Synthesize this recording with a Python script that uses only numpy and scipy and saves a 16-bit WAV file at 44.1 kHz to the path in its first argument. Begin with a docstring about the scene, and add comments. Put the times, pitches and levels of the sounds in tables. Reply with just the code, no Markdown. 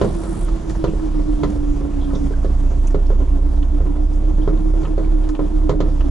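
"""Inside an off-road car crawling along a bumpy grass track, its engine lugging at low revs.
It opens on hard knocks of a loose part, built from ringing body modes, while trim squeaks in stick-slip chirps.
The squeak lets go early; firing tones boom on and the modulated gear hum fades while the revs are lowest.
The hum then returns, and knocks, clacks of loose fittings and rattles of trim go on to the end.
Throughout, shaped noise makes the tyres rumble and roar and the grass swish."""
import sys
import numpy as np
from scipy import signal
from scipy.io import wavfile

SR = 44100
rng = np.random.default_rng(int(sys.argv[2]) if len(sys.argv) > 2 else 0)


def transcribe(u):
    """Save the signal u as a 16-bit wav file named by the first command-line argument.

    u: samples, shape (n,) or (channels, n), limited to [-1, 1]; the rate is SR.
    q: integer samples, one column per channel.
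    """
    v = np.clip(np.atleast_2d(u).T, -1, 1)
    q = np.round(v * 32767).astype(np.int16)
    wavfile.write(sys.argv[1], SR, q)


N = 269010
TIME = np.arange(N) / SR  # s

# Table levels are relative: the functions add their own gains.
# engine speed: (time [s], firing rate [Hz])
FIRING_RATE = [(0.0, 36.56), (0.249, 34.84), (0.747, 34.28), (1.398, 31.98), (2.1, 30.65), (2.499, 29.96),
               (3.3, 30.13), (4.001, 31.9), (4.85, 33.94), (5.4, 32.77), (5.8, 32.73), (6.1, 30.95)]
# engine boom in the cabin: (time [s], level at the firing rate [dB], level of its octave [dB])
ENGINE_LEVELS = [(0.0, -27.5, -24), (0.45, -17.5, -39), (0.7, -29, -38), (1.15, -19, -27.5),
                 (1.5, -26.5, -24.5), (2.0, -21.5, -21.5), (2.55, -19, -18.5), (3.0, -15.5, -19),
                 (3.8, -18, -20.5), (4.7, -17, -27), (5.3, -16.5, -26), (5.55, -18.5, -27.5),
                 (6.1, -18.5, -19.5)]
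# brief dips of the engine: (time [s], depth [dB])
ENGINE_DIPS = [(0.202, 11), (.36, 12), (.7, 0), (1.03, 5), (1.27, 4), (1.812, 4), (1.91, 6), (2.048, 3.5),
               (4.88, 7), (5.36, 15)]
# rocking of the engine: (multiple of the firing rate [ratio], level [dB])
ROCKING_ORDERS = [(.88, -32.5), (1.14, -31), (1.269, -29), (1.481, -37), (1.619, -35.5)]
# gear hum: (time [s], level [dB], throb depth [0-1], slow phase sway depth [rad])
GEAR_HUM = [(0, -32, 0.8, 0.27), (.35, -32.5, 0.5, 0.47), (1.25, -25, 0.5, .2), (1.65, -24.5, 0.04, 0.17),
            (2.22, -27, 0.6, 0.25), (2.36, -34, 0.53, 0.5), (3.2, -38.5, 0.85, 0.56),
            (3.6, -31, 0.62, 0.17), (4.4, -28.5, 0.51, 0.27), (5.75, -25.5, 0.42, 0.8),
            (6.1, -31, 0.6, 1.5)]
# knocks: (time [s], peak [dB], edge re peak [dB], thud re peak [dB], ring brightness [dB per octave])
BODY_KNOCKS = [(0.013, -7, -24, -11, 0), (0.045, -15, -27, -8, -13.5), (0.234, -23.5, -19, -21, 2.5),
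               (0.84, -8.5, -25.5, -11.5, -1.5), (0.934, -26, -28, -26, -7.5),
               (1.433, -10.5, -22.5, -7.5, 1.2), (1.85, -26.5, -35, -6, -4), (2.133, -24.5, -24, 1, -1),
               (2.157, -27.5, -30, -14, 1), (2.307, -25.5, -39, -17, -7), (2.445, -19.5, -26, -8, -2),
               (2.944, -15, -28, -7, -2.5), (3.102, -17.5, -33, -16, -3), (3.202, -23.5, -32, -13, -2),
               (3.804, -25, -34, -3.5, -.3), (3.862, -27.5, -43, -10, -2), (4.475, -14.5, -30, -8.5, -2.5),
               (4.737, -27, -46, -34, -1), (4.831, -26, -19, -3, 3), (4.872, -24.5, -40, -7, 1),
               (4.978, -16.5, -30, -9, -2.5), (5.391, -15, -33, -13, -1), (5.693, -10, -22.5, -11, -1),
               (5.712, -18, -33, -12, -1), (5.803, -12.5, -21.5, -10, 0.3), (5.822, -23, -29, -18, -6)]
# body panel modes: (frequency [Hz], level [dB], T60 [s])
BODY_MODES = [(342, -14.5, 0.32), (395.3, -6.5, .12), (412.3, -7.5, .19), (442, -4.5, 0.11), (502, -9, .12),
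              (524, -9, 0.029), (545.2, -9.5, 0.15), (625, -13.5, .12), (662, -22.5, .11),
              (742, -30.5, 0.12), (952, -19.5, 0.14), (1025, -14, 0.084), (1068, -17, 0.056),
              (1140, -21, .022), (1250, -19.5, 0.086), (1335, -22.5, 0.099), (1390, -38, 0.056),
              (1720, -26, 0.086), (1900, -32, 0.11), (2034, -25.5, .08), (2144, -30, 0.072)]
# low thud modes of the body: (frequency [Hz], level [dB], T60 [s])
THUD_MODES = [(154.8, -2.5, 0.41), (189.7, 1.5, 0.18), (233, -1, 0.035)]
# spectrum of the knocks' cabin tail: (frequency [Hz], density [dB per Hz])
TAIL_SPECTRUM = [(200, -36), (330, -4.5), (420, 5), (560, 13.5), (780, -17.5), (1020, -0.5), (1350, -3),
                 (1700, -18), (2100, -14.5), (2700, -27)]
# spectrum of the knocks' hard edge: (frequency [Hz], density [dB per Hz])
EDGE_SPECTRUM = [(900, 9), (1500, 8), (2100, -30), (2600, 5), (3200, 11.5), (4200, 11), (5200, 2.5),
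                 (6800, 4), (8500, -16), (11000, -25)]
# decay of the cabin: (frequency [Hz], T60 [s])
CABIN_DECAY = [(200, 0.24), (500, 0.27), (1100, 0.17), (2500, 0.15), (8000, .07)]
# clacks of loose fittings: (time [s], level [dB], brightness [dB per octave])
FITTING_CLACKS = [(.265, -38, 1), (.336, -45, 3), (.484, -34, 1.5), (.699, -37.5, 6.5), (.751, -29, -3),
                  (.995, -45, 6.5), (2.104, -38.5, 4), (2.335, -48, 2), (2.904, -38, 2), (3.627, -37, .5),
                  (4.849, -32, 2), (5.290, -33, 1), (5.348, -32, 0.5), (5.861, -35, -2),
                  (6.008, -33.5, 3.5)]
# modes of the fittings: (frequency [Hz], level [dB], T60 [s])
FITTING_MODES = [(474, -3.5, 0.044), (650, -1.5, 0.04), (915, -3, 0.031), (1074, -2.5, 0.026),
                 (1265, -4, 0.037), (1508, -12, 0.045), (1774, -7, 0.019), (2270, -17, 0.018)]
# trim rattles: (time [s], level [dB], centre [Hz], width [Hz], T60 [s])
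TRIM_RATTLES = [(.045, -44, 6500, 3000, .05), (.484, -50, 3700, 3000, 0.12), (0.692, -43, 4970, 4500, 0.18),
                (.756, -46, 5937, 1800, 0.055), (0.8777, -47.5, 2770, 701.6, 0.16),
                (1.502, -47.5, 6300, 2200, 0.03), (2.0121, -48.5, 3460, 700, 0.25),
                (2.042, -53, 3450, 890, 0.17), (2.146, -39.5, 3550, 500, 0.093),
                (2.15, -50, 5700, 1400, 0.3), (2.335, -41, 1520, 220, 0.12),
                (2.871, -38.5, 6297, 900, 0.05), (2.871, -44, 9000, 4030, 0.056),
                (2.875, -46, 2570, 690, 0.066), (2.904, -48, 6460, 2200, 0.046),
                (3.066, -49.5, 5000, 1800, 0.055), (3.557, -50, 5203, 2600, 0.048),
                (3.6266, -41, 3220, 900, 0.046), (4.129, -51.5, 6030, 2585, 0.084),
                (4.416, -51, 3285, 500, 0.13), (4.534, -58, 3380, 908, 0.035),
                (4.573, -46, 3390, 698.3, 0.027), (4.851, -43.5, 2870, 900, 0.075),
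                (5.0458, -47, 2390, 900, 0.049), (5.231, -54.5, 3362, 1404, 0.25),
                (5.289, -43, 5203, 3400, 0.067), (5.35, -43, 2800, 1300, 0.076),
                (5.9, -51, 3940, 2400, .04), (6.007, -38.5, 2794, 450, 0.047),
                (6.009, -46, 3700, 1600, .05)]
# spectrum of the squeak's hiss: (frequency [Hz], density [dB per Hz])
SQUEAK_SPECTRUM = [(6000, -40), (7200, -17), (8500, 12), (9500, 16), (11000, -3), (14000, -5)]
# ground under the car: (time [s], body rumble [dB], tyre roar [dB], grass swish [dB])
GROUND_LEVELS = [(0.0, -27.5, -37, -51.5), (0.44, -31, -41.5, -52), (1.92, -33.5, -42.5, -55),
                 (2.38, -33, -42, -53.5), (2.92, -38, -43.5, -57), (4.01, -39.5, -43.5, -59),
                 (4.37, -33.5, -43, -58), (5.44, -36.5, -41.5, -57), (5.78, -35, -43, -59),
                 (6.1, -37, -41.5, -55.5)]
# spectrum of the body rumble: (frequency [Hz], density [dB per Hz])
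RUMBLE_SPECTRUM = [(20, -19), (32, -8), (46, 5), (68, -17.5), (92, 2.5), (130, -2.5), (185, 0), (225, -1.5),
                   (260, -42), (330, -28), (450, -45)]
# spectrum of the tyre roar: (frequency [Hz], density [dB per Hz])
ROAR_SPECTRUM = [(200, -21), (290, 19.5), (340, 11), (420, 0.5), (500, 3), (640, 2), (800, -2.5),
                 (1000, -9.5), (1300, -12), (1700, -17), (2300, -25), (3200, -19)]
# spectrum of the grass swish: (frequency [Hz], density [dB per Hz])
SWISH_SPECTRUM = [(1000, 17.5), (1800, 6.5), (2600, 3), (3400, 3), (4800, 0.5), (6000, 4), (8000, -2),
                  (11000, -6), (14000, -26)]
# panels kept humming within the roar: (frequency [Hz], width [Hz], level [dB])
HUMMING_PANELS = [(409, 15.6, -13), (531, 29, -18.5), (684, 64, -12.5), (944, 250, -14), (2157, 200, -63),
                  (3370, 520, -26)]
# stereo likeness of noise: (frequency [Hz], likeness [0-1])
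STEREO_LIKENESS = [(30, .99), (70, 1), (160, 0.74), (300, 0.63), (500, 0.35), (1000, 0.27), (3000, 0.54),
                   (9000, 0.47)]
# stereo balance: (frequency [Hz], left minus right [dB])
STEREO_BALANCE = [(30, -2.5), (70, -3), (180, -5.5), (330, -4.5), (600, -2), (1070, 0.5), (2000, .7),
                  (10000, 0.8)]
# stereo phase: (frequency [Hz], lead of the left [rad])
STEREO_LEAD = [(30, .04), (62, 0.19), (150, 0.56), (270, 1.51), (330, 0.61), (430, 0.72), (800, 0.33),
               (2000, 0.81)]

HALF_SPLIT = np.array([[.5], [-.5]])  # half of a stereo difference to each side

# waver of the boom: depth at its strongest (0-1), growth (dB per dB that the boom loses)
LOPE, LOPE_GROWTH = .08, 2.1
DIP_SPREAD_S = 0.027
# order just below the octave (per firing); phase wander as rates of drift and radians
BEAT_ORDER, BEAT_WANDER_PER_S, ROCKING_WANDER_RAD = 1.75, 1.2, 1.5
# gear hum: cycles per firing
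MESH_PER_FIRING, SHAFT_TURNS_PER_FIRING, BEATS_PER_FIRING, SWAYS_PER_FIRING = 9.35, .239, .291, .112
FIRST_SWELL_S = 0.077
# slow wander in phase (rad); quick flutter in phase (rad) and level (share)
HUM_WANDER, HUM_FLUTTER = .45, .24
# bounces after each knock: spacing, its scatter (share), level, and changes to edge and thud
REBOUND_S, REBOUND_SCATTER, REBOUND_DB, BOUNCE_LOSS_DB = .017, 0.264, -21, 5.5
REBOUND_EDGE_DB, REBOUND_THUD_DB = -14, 13.5
# small random jolts; the tilt is the largest either way, per octave
JOLT_DB, JOLT_SPREAD_DB, JOLT_EDGE_DB, JOLT_THUD_DB, JOLT_TILT_DB = -34, 4, -35, -10, 2
FAINT_CLACK_DB, FAINT_CLACK_SPREAD_DB = -47, 3
# faint random ticks of the trim; their pitch spreads by the octaves either way
TICK_DB, TICK_SPREAD_DB, TICK_HZ, TICK_OCTAVES, TICK_WIDTH_HZ, TICK_T60_S = -56, 2.5, 4400, .7, 1800, .09
# the squeak grows steadily, then lets go
SQUEAK_START_DB, SQUEAK_END_DB, SQUEAK_END_S, SQUEAK_RELEASE_DB_PER_S = -48.5, -40, 0.448, 596
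# each knock leaves the body shaking for a moment
SHUDDER_DB, SHUDDER_T60_S = -21, 0.6
TILT_PIVOT_HZ = 600
PEAK_LIMIT, FADE_S, CUTOFF_HZ = .85, .004, 11050  # the limit is in full scale


def engine(boom_gain_db=2.0, octave_gain_db=-2.0, shudder=0.22, beat_db=-12,
           overtone_db=-21, overtone_fall_db=4.0):
    """Slow firing pulses: a strong boom, a throbbing octave and weak, unsteady orders between and above them."""
    boom_db, octave_db = in_time(ENGINE_LEVELS)
    turn = firing_phase()
    hz = np.mean(np.array(FIRING_RATE)[:, 1])
    # the boom is firm under load and wavers more as it weakens
    waver = np.minimum(LOPE * from_db(LOPE_GROWTH * (boom_db.max() - boom_db)), 1)
    firmness = (1 + waver * (drift(25.6) + 1j * drift(12.0))) / np.sqrt(1 + 2 * waver ** 2)
    out = from_db(boom_db + boom_gain_db) * placed(firmness * np.exp(1j * turn), hz)
    # the octave throbs once in every four firings, against the order just below it
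    lower_order = np.exp(1j * (BEAT_ORDER * turn + drift(BEAT_WANDER_PER_S)))
    octave = np.exp(2j * turn + 3j * np.pi / 4) + from_db(beat_db) * lower_order
    octave_level = from_db(octave_db + octave_gain_db) * (1 + shudder * drift(8.9))
    out += octave_level * placed(octave, 2 * hz)
    # unequal cylinders rock the engine on its mounts
    for multiple, db in ROCKING_ORDERS:
        strength = rms_one(abs(drift(3.9)) + 1)
        phase = multiple * turn + ROCKING_WANDER_RAD * drift(1.15)
        out += from_db(db) * placed(strength * np.exp(1j * phase), multiple * hz)
    for k in range(3, 8):
        level = from_db(octave_db + overtone_db - overtone_fall_db * (k - 3.5))
        out += level * drift(23.4) * placed(np.exp(1j * k * turn), k * hz)
    return np.sqrt(2) * from_db(-dip_db()) * out


def firing_phase():
    """Angle that advances one turn with each firing."""
    firing_hz, = in_time(FIRING_RATE)
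    return 2 * np.pi * np.cumsum(firing_hz) / SR


def dip_db():
    """Level lost in the engine's brief, bell-shaped dips."""
    return sum(depth_db * np.exp(-.5 * ((TIME - s) / DIP_SPREAD_S) ** 2) for s, depth_db in ENGINE_DIPS)


def gearbox(level_db=0.0, beat=0.51, wobble=0.94, chatter_db=-41):
    """Gear teeth hum in step with the engine; an eccentric shaft swells the hum, against a faster beat."""
    mesh_db, throb, sway = in_time(GEAR_HUM)
    turn = firing_phase()
    shaft = SHAFT_TURNS_PER_FIRING * (turn - np.interp(FIRST_SWELL_S, TIME, turn))
    swell = 1 + throb * (np.cos(shaft) + beat * np.cos(BEATS_PER_FIRING * turn))
    # the drive winds up under load, so each shaft swell starts sharp and ends flat
    twist = wobble * throb * np.cos(shaft)
    twist -= sway * np.cos(SWAYS_PER_FIRING * turn)
    twist += HUM_WANDER * drift(1.55) + HUM_FLUTTER * drift(8.5)
    # the teeth chatter at a steady level, so the hum breaks up when it is weak
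    hum = from_db(mesh_db + level_db) * swell * (1 + HUM_FLUTTER * drift(11.0))
    chatter = from_db(chatter_db) * (drift(16.6) + 1j * drift(16))
    mesh = np.exp(1j * (MESH_PER_FIRING * turn + twist))
    return np.sqrt(2) * placed((hum + chatter) * mesh, 273)


def knocks(ring_db=-2.5, thud_db=-2.5, clatter_db=-17.0, edge_db=-4, edge_t60=0.11, contact_s=0.00085):
    """A loose part hits the body and bounces: a hard edge, ringing panels, a low thud and a short cabin tail."""
    s, peak_db, hard_db, low_db, tilt_db = np.vstack([BODY_KNOCKS, *rebounds(count=2), jolts()]).T
    ring_s = s + contact_s
    panels = struck(BODY_MODES, ring_s, peak_db + ring_db, tilt_db, scatter_db=2.5, softness=1.88)
    thud = struck(THUD_MODES, ring_s, peak_db + low_db + thud_db, 0, scatter_db=1.5)
    hits = clicks(ring_s, from_db(peak_db + clatter_db))
    tail = noise(TAIL_SPECTRUM, lambda hz: dying(hits, at_hz(CABIN_DECAY, hz), rise_s=0.0011))
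    crack = dying(clicks(s, from_db(peak_db + hard_db + edge_db)), edge_t60, rise_s=.0011)
    return panels + thud + tail + noise(EDGE_SPECTRUM, lambda hz: crack)


def rebounds(count):
    """Rows of knocks for each bounce: unevenly later, weaker, duller and with more thud."""
    rows = np.array(BODY_KNOCKS)
    gaps = REBOUND_S * (1 + REBOUND_SCATTER * rng.uniform(-1.03, 1, (len(rows), count)))
    bounces = []
    for k, delay in enumerate(np.cumsum(gaps, axis=1).T):
        later = np.outer(delay, [1, 0, 0, 0, 0])
        change = [0, REBOUND_DB - BOUNCE_LOSS_DB * k, REBOUND_EDGE_DB * (k + 1), REBOUND_THUD_DB, 0]
        bounces.append(rows + later + change)
    return bounces


def jolts(count=40):
    """Light, dull rows of knocks at random times: tufts and ruts nudge the same panels."""
    chance = rng.uniform([0, -1, -1], [N / SR, 1, 1], (count, 3))
    return [(s, JOLT_DB + JOLT_SPREAD_DB * size, JOLT_EDGE_DB, JOLT_THUD_DB, JOLT_TILT_DB * colour)
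            for s, size, colour in chance]


def clacks(level_db=0.0, touch_s=0.0048, touch_loss_db=3.5, count=4):
    """Loose fittings jostle: each clack is a quick, uneven run of touches that ring their modes."""
    s, db, tilt_db = np.vstack([FITTING_CLACKS, faint_clacks()]).T
    touch = np.arange(count)
    times = s[:, None] + touch_s * touch * rng.uniform(.75, 1.25, (len(s), count))
    sizes_db = db[:, None] + level_db - touch_loss_db * touch
    tilts_db = np.repeat(tilt_db, count)
    return struck(FITTING_MODES, times.ravel(), sizes_db.ravel(), tilts_db, scatter_db=3.0, softness=1.6)


def faint_clacks(count=10):
    """Rows of clacks at random times, levels and brightness."""
    lowest = [0, FAINT_CLACK_DB - FAINT_CLACK_SPREAD_DB, -2]
    highest = [N / SR, FAINT_CLACK_DB + FAINT_CLACK_SPREAD_DB, 2]
    return rng.uniform(lowest, highest, (count, 3))


def rattles(level_db=2, touches_per_s=900, fizz=0.12, rise_s=0.00053, spread=0.46):
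    """Pieces of plastic trim chatter in quick tiny touches, each through a resonance of its own."""
    count = SR // 4
    age = np.arange(count) / SR
    out = np.zeros((2, N + count))
    for s, db, centre_hz, width_hz, t60 in TRIM_RATTLES + faint_ticks():
        density = fizz + (rng.random(count) < touches_per_s / SR)
        touches = rng.standard_normal((2, count)) * density
        edges = [max(centre_hz - width_hz / 2, 100), centre_hz + width_hz / 2]
        resonance = signal.butter(2, edges, "band", fs=SR, output="sos")
        mid, side = signal.sosfilt(resonance, touches)
        envelope = from_db(db + level_db - 60 * age / t60) * (1 - np.exp(-age / rise_s))
        at = round(s * SR)
        out[:, at:at + count] += envelope * rms_one(widened(mid, spread * side))
    return out[:, :N]


def faint_ticks(count=7):
    """Rows of rattles at random times, levels and pitches."""
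    chance = rng.uniform([0, -1, -1], [N / SR, 1, 1], (count, 3))
    return [(s, TICK_DB + TICK_SPREAD_DB * size, TICK_HZ * 2 ** (TICK_OCTAVES * pitch), TICK_WIDTH_HZ, TICK_T60_S)
            for s, size, pitch in chance]


def squeak(slips_per_s=52, unevenness=0.1, depth_db=5, chirp_hz=8900, chirp_wander_hz=700,
           chirp_db=-2, hiss_db=-3):
    """Rubbing trim sticks and slips in a run of tiny high chirps, each at a slightly different pitch."""
    level_db = np.interp(TIME, [0, SQUEAK_END_S], [SQUEAK_START_DB, SQUEAK_END_DB])
    level_db -= SQUEAK_RELEASE_DB_PER_S * np.clip(TIME - SQUEAK_END_S, 0, .5)
    slip = 2 * np.pi * np.cumsum(slips_per_s * (1 + unevenness * drift(30))) / SR
    strength = from_db(level_db + depth_db * (np.sin(slip) - 1.5))
    chirp = np.exp(2j * np.pi * np.cumsum(chirp_hz + chirp_wander_hz * drift(93)) / SR)
    hiss = noise(SQUEAK_SPECTRUM, lambda hz: from_db(hiss_db))
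    return strength * (from_db(chirp_db) * placed(chirp, chirp_hz) + hiss)


def ground(rumble_gain_db=0, roar_gain_db=4, panel_gain_db=4, swish_gain_db=4,
           lumps_db=2.0, tufts_db=1.73, stalks_db=1.5):
    """Tyres shake the body and roar over tufts while grass brushes the underside."""
    rumble_db, roar_db, swish_db = in_time(GROUND_LEVELS)
    s, peak_db = np.transpose(BODY_KNOCKS)[:2]
    shudder = dying(clicks(s, from_db(peak_db + SHUDDER_DB)), SHUDDER_T60_S)
    shake = np.hypot(from_db(rumble_db), shudder)
    bumps = drift(27)  # shared, so all three layers surge together
    rumble = noise(RUMBLE_SPECTRUM, lambda hz: from_db(rumble_gain_db + lumps_db * bumps))
    roar = noise(ROAR_SPECTRUM, lambda hz: from_db(roar_gain_db + tufts_db * (bumps + 0.5 * drift(25))))
    roar += from_db(panel_gain_db + tufts_db * bumps) * humming_panels()
    swish = noise(SWISH_SPECTRUM, lambda hz: from_db(swish_gain_db + stalks_db * (0.67 * bumps + drift(5.1))))
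    return shake * rumble + from_db(roar_db) * roar + from_db(swish_db) * swish


def humming_panels():
    """Random jolts, as white noise, keep the panel resonances sounding."""
    out = 0
    for hz, width_hz, db in HUMMING_PANELS:
        pole = np.exp((-np.pi * width_hz + 2j * np.pi * hz) / SR)
        # two broader poles in a row give steep skirts
        broad_pole = pole * abs(pole) ** .5
        wave = signal.lfilter([1], np.poly([broad_pole] * 2), rng.standard_normal(N))
        out = out + from_db(db) * rms_one(placed(wave, hz))
    return out


def struck(modes, times, peak_db, tilt_db, scatter_db, softness=2.4):
    """Each blow rings every mode at its own strength, tilted by brightness; a padded contact rounds the start."""
    out = 0
    for hz, mode_db, t60 in modes:
        colour_db = tilt_db * np.log2(hz / TILT_PIVOT_HZ) + scatter_db * rng.standard_normal(len(times))
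        hits = clicks(times, from_db(peak_db + mode_db + colour_db))
        padding = signal.butter(3, softness * hz, fs=SR, output="sos")
        push = signal.sosfilt(padding, hits + 1e-18)
        pole = from_db(-60 / (t60 * SR)) * np.exp(2j * np.pi * hz / SR)
        out = out + placed(signal.lfilter([1], [1, -pole], push), hz)
    return out


def noise(spectrum, envelope):
    """Third-octave stereo noise, of unit power before each band is multiplied by envelope(Hz)."""
    edges = 18 * 2 ** (np.arange(30) / 3)
    white = rng.standard_normal((2, 2, N))  # two pairs, used by alternate bands
    out, power = 0, 0
    for k, (low, high) in enumerate(zip(edges, edges[1:])):
        hz = np.sqrt(low * high)
        if spectrum[0][0] <= hz <= spectrum[-1][0]:
            band = signal.butter(3, [low, high], "band", fs=SR, output="sos")
            mid, side = signal.sosfilt(band, white[k % 2])
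            alike = np.clip(at_hz(STEREO_LIKENESS, hz), 0, 1)
            gain = from_db(at_hz(spectrum, hz))
            pair = widened(mid, np.sqrt((1 - alike) / (1 + alike)) * side)
            out = out + gain * envelope(hz) * pair * from_db(at_hz(STEREO_BALANCE, hz) * HALF_SPLIT)
            power += gain ** 2 * (high - low) * 2 / SR
    return out / np.sqrt(power)


def placed(wave, hz):
    """Standing waves in the cabin give a complex tone its own level and phase on each side."""
    level = from_db(HALF_SPLIT * at_hz(STEREO_BALANCE, hz))
    lead = np.exp(1j * HALF_SPLIT * at_hz(STEREO_LEAD, hz))
    return np.imag(wave * level * lead)


def widened(mid, side):
    """Left and right from a shared signal and a difference signal."""
    return mid + side * [[1], [-1]]


def dying(hits, t60, rise_s=.0015):
    """Envelope of hits that take a moment to build up and whose energy dies away exponentially."""
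    soft = np.exp(-1 / (rise_s * SR))
    energy = signal.lfilter([1], [1, -from_db(-120 / (t60 * SR))], hits ** 2 + 1e-18)
    return signal.lfilter([1 - soft], [1, -soft], np.sqrt(energy))


def clicks(times, sizes):
    """One single-sample click at each time."""
    out = np.zeros(N)
    at = np.round(np.asarray(times) * SR).astype(int)
    np.add.at(out, np.clip(at, 0, N - 1), sizes)
    return out


def drift(rate):
    """Smooth random movement of unit power: noise through two low-pass poles at the rate in Hz."""
    # drawn at every 40th sample, with a run-in that is thrown away
    r = np.exp(-80 * np.pi * rate / SR)
    slow = signal.lfilter([1], [1, -2 * r, r * r], rng.standard_normal(N // 40 + 2002))[2000:]
    return np.interp(np.arange(N) / 40, np.arange(len(slow)), rms_one(slow))


def in_time(rows):
    """Each column of a curve at every sample."""
    s, *columns = np.transpose(rows)
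    return [np.interp(TIME, s, c) for c in columns]


def at_hz(points, hz):
    """Read a table on a log-frequency axis."""
    table_hz, values = np.array(points).T
    return np.interp(np.log(hz), np.log(table_hz), values)


def from_db(db):
    """Decibels to gain."""
    return 10 ** (np.asarray(db) / 20)


def rms_one(x):
    """Scale to unit power."""
    return x / np.sqrt(np.mean(x ** 2) + 1e-20)


def scene():
    """Everything as heard at the dashboard."""
    return engine() + gearbox() + knocks() + clacks() + rattles() + squeak() + ground()


def record(dry):
    """Round off the highest peaks, fade out the very end and cut off the top steeply."""
    rounded = dry / (1 + (dry / PEAK_LIMIT) ** 8) ** (1 / 8)
    fade = np.minimum(TIME[::-1] / FADE_S, 1)
    top_cut = signal.ellip(12, .1, 80, CUTOFF_HZ, fs=SR, output="sos")
    return signal.sosfilt(top_cut, rounded * fade)


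dry = scene()
out = record(dry)
transcribe(out)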